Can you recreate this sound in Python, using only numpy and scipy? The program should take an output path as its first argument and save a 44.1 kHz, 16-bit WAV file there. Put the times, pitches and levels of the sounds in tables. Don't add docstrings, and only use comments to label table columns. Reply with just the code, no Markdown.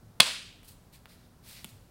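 import sys
import numpy as np
from scipy import signal
from scipy.fft import rfft, irfft
from scipy.io import wavfile

SR = 44100
rng = np.random.default_rng(int(sys.argv[2]) if len(sys.argv) > 2 else 0)


def to_wav(s):
    ch = np.atleast_2d(s).T
    pcm = np.round(np.clip(ch, -1, 1) * 32767)
    wavfile.write(sys.argv[1], SR, pcm.astype(np.int16))


N = 83790
TIME = np.arange(N) / SR

# start_s, crack_db, pitch_hz, spray_db
HAND_LANDINGS = [(0.2009, -2.5, 1400, -12.5), (0.2024, -1, 2721, -13), (0.2039, -12, 700, -10),
                 (0.2060, 1, 3560, -16.5)]
# pitch_hz, level_db, t60_s
AIR_POCKETS = [(551, -22.5, .016), (1090, -27, .014), (1500, -20, .024), (1890, -22.5, .024),
               (2540, -15, .028), (3020, -13, .022), (3363, -5.5, .02), (3867, -18, 0.026),
               (4397, -17, 0.048), (5050, -20, 0.033), (5513, -23, 0.006), (8400, -26, .006),
               (10600, -5, 0.0029)]
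# freq_hz, density_db
SPRAY_COLOUR = [(200, -11.5), (450, -8), (850, -8.5), (1400, -1), (2200, -1.5), (3300, 4.5), (5000, 0),
                (6600, -13.5), (8500, -5), (11000, -10), (13000, -12.5), (16000, -20.5)]
def slap(palm_seal_s=0.2042, spray_t60_s=0.013):
    spray = noise(SPRAY_COLOUR)
    cracks = sum(from_db(crack_db) * crack(start, hz) + from_db(spray_db) * spray * decay(start, spray_t60_s)
                 for start, crack_db, hz, spray_db in HAND_LANDINGS)
    pockets = sum(from_db(db) * ring(palm_seal_s, hz, t60) * (-1) ** k
                  for k, (hz, db, t60) in enumerate(AIR_POCKETS))
    smack = filtered(cracks + pockets, 190, "high")
    return smack + from_db(-20) * thud(start_s=0.2008)


def crack(start_s, hz, t60_cycles=1.3):
    click = filtered(ring(start_s, hz, t60_cycles / hz), hz / 4, "high")
    return 2 * filtered(click, hz * 3.3, "low")


def thud(start_s, pitch_hz=204, t60_s=0.027):
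    return filtered(ring(start_s, pitch_hz, t60_s), pitch_hz / 2, "high")


# start_s, click_db, pitch_hz, crackle_db, crackle_t60_s, thud_db
ARM_TAPS = [(0.6310, -40, 3000, -55, 0.039, -68), (1.0570, -28.5, 1920, -53, 0.02, -53),
            (1.6446, -33.5, 1990, -29.5, 0.0097, -53), (1.6485, -41, 580, -43.5, 0.0084, -36)]
# freq_hz, density_db
CRACKLE_COLOUR = [(300, 3), (1500, -3.5), (2700, 12), (6000, -6), (9000, 4.5), (12000, 4.5), (16000, 1)]
def taps():
    crackle, out = noise(CRACKLE_COLOUR), np.zeros(N)
    for start, click_db, hz, crackle_db, t60, thud_db in ARM_TAPS:
        out += from_db(click_db) * crack(start, hz)
        out += from_db(crackle_db) * crackle * decay(start, t60)
        out += from_db(thud_db) * thud(start)
    return out


# start_s, rise_s, hold_s, fall_s, hiss_db, rasp_db
ARM_SLIDES = [(0.638, 0.0092, .008, 0.054, -58.5, -68), (0.671, 0.014, 0.0048, 0.021, -50.5, -65.5),
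              (0.687, .015, 0.016, 0.052, -57.5, -76), (0.921, 0.012, 0.025, 0.041, -58.5, -63),
              (1.074, 0.023, 0.036, 0.081, -63, -63.5), (1.15, 0.045, 0.063, 0.088, -77, -73),
              (1.422, 0.07, 0.031, 0.26, -52.5, -56.5), (1.527, 0.034, .03, .05, -71, -55),
              (1.675, 0.017, 0.005, 0.037, -59.5, -63.5)]
# freq_hz, density_db
HISS_COLOUR = [(800, -14.5), (3000, -5), (4500, 1), (6200, -6.5), (8500, 0.5), (13000, -1), (16000, -3)]
# freq_hz, density_db
RASP_COLOUR = [(500, -22), (1200, -10.5), (2300, 0), (3100, -4), (4200, 1), (6000, -8.5), (9000, -17),
               (16000, -30.5)]
def slides(grains_per_s=900, grain_depth_db=1.5):
    flicker = np.interp(TIME * grains_per_s, np.arange(N), rng.standard_normal(N))
    hiss, rasp = noise(HISS_COLOUR), noise(RASP_COLOUR)
    hiss_power, rasp_power = np.zeros(N), np.zeros(N)
    for start, rise, hold, fall, hiss_db, rasp_db in ARM_SLIDES:
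        attack = np.clip((TIME - start) / rise, 0, 1)
        release = from_db(-20 * np.maximum(TIME - start - rise - hold, 0) / fall)
        hiss_power += (attack * release * from_db(hiss_db)) ** 2
        rasp_power += (attack * release * from_db(rasp_db)) ** 2
    friction = np.sqrt(hiss_power) * hiss + np.sqrt(rasp_power) * rasp
    return from_db(grain_depth_db * flicker) * friction


# delay_s, level_db
REFLECTIONS = [(.0056, -11.5), (0.0137, -15.5), (.0215, -23.5), (.0271, -20)]
def early_echoes(sound):
    dull = filtered(sound, 8600, "low")
    return sum(from_db(db) * delayed(dull, delay) for delay, db in REFLECTIONS)


# freq_hz, level_db, t60_s
HALL_BANDS = [(120, -15.5, 0.42), (250, -13.5, .55), (501.2, -12.5, .52), (900, -13, 0.36),
              (1500, -10.5, 0.57), (2600, -11, 0.65), (3130, -13, 0.69), (4150, -12, .57), (5400, -9, .56),
              (7340, -7.5, 0.55), (10500, -14, .46), (15000, -15.5, 0.44)]
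def hall_tail(sound, predelay_s=0.011, far_wall_s=0.054, far_wall_db=-5):
    edges_hz = np.geomspace(600, 17000, 28) - 500
    white, hz = rfft(rng.standard_normal(N)), np.fft.rfftfreq(N, 1 / SR)
    far_gain, out = from_db(far_wall_db) ** 2, np.zeros(N)
    for low, high in zip(edges_hz, edges_hz[1:]):
        centre = np.sqrt(low * high)
        t60 = at_hz(HALL_BANDS, centre, column=2)
        feedback = np.exp(-2 * np.log(1000) / (t60 * SR))
        band_power = filtered(sound, [low, high], "band") ** 2
        held = signal.lfilter([1 - feedback], [1, -feedback], band_power)
        energy = (delayed(held, predelay_s) + far_gain * delayed(held, far_wall_s)) / (1 + far_gain)
        wash = unit_rms(irfft(white * ((hz >= low) & (hz < high)), N))
        out += from_db(at_hz(HALL_BANDS, centre)) * np.sqrt(energy) * wash
    return out


# peak_s, half_length_s, level_db
WEIGHT_SHIFTS = [(0.01, .12, -55), (1.763, 0.039, -54)]
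# freq_hz, density_db
MAT_COLOUR = [(40, -25), (85, -11.5), (106, 0), (130, -8.5), (250, -22.5), (600, -40), (3000, -70)]
def mats():
    swells = sum(from_db(db) * np.exp(-((TIME - peak) / half) ** 2) for peak, half, db in WEIGHT_SHIFTS)
    return noise(MAT_COLOUR) * swells


# pitch_hz, level_db
FAN_HUM = [(177.6, -69), (242.2, -72.5)]
# freq_hz, density_db
VENT_COLOUR = [(25, -9), (40, 1.5), (65, 0), (110, 2), (180, -5.5), (250, -8), (330, -11.5), (700, -15.5),
               (1400, -21), (2500, -29.5), (4500, -29), (7000, -32), (10000, -31.5), (16000, -33.5)]
def ventilation(rumble_db=-57.5):
    hum = sum(from_db(db) * np.sqrt(2) * np.sin(2 * np.pi * (hz * TIME + rng.random()))
              for hz, db in FAN_HUM)
    return from_db(rumble_db) * noise(VENT_COLOUR) + hum


def from_db(db):
    return 10 ** (db / 20)


def unit_rms(x):
    return x / np.sqrt(np.mean(x ** 2) + 1e-20)


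def at_hz(table, hz, column=1):
    table = np.array(table)
    return np.interp(np.log(np.maximum(hz, 1)), np.log(table[:, 0]), table[:, column])


def noise(colour):
    gain = from_db(at_hz(colour, np.fft.rfftfreq(N, 1 / SR)))
    return unit_rms(irfft(rfft(rng.standard_normal(N)) * gain, N))


def decay(start_s, t60_s):
    return (TIME >= start_s) * np.exp(-np.log(1000) * np.maximum(TIME - start_s, 0) / t60_s)


def ring(start_s, hz, t60_s):
    age = TIME - start_s
    return (age < 2 * t60_s) * decay(start_s, t60_s) * np.sin(2 * np.pi * hz * age)


def filtered(x, hz, kind):
    return signal.sosfilt(signal.butter(2, hz, kind, fs=SR, output="sos"), x + 1e-18)


def delayed(x, delay_s):
    return np.pad(x, (int(delay_s * SR), 0))[:N]


def scene():
    hands = slap() + taps() + slides()
    room = early_echoes(hands) + hall_tail(hands)
    return (hands + room + ventilation() + mats())[None]


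def record(dry, clip_level=0.95, cutoff_hz=16000):
    low_pass = signal.ellip(10, 0.1, 70, cutoff_hz, fs=SR, output="sos")
    return signal.sosfilt(low_pass, np.clip(dry, -clip_level, clip_level))


dry = scene()
out = record(dry)
to_wav(out)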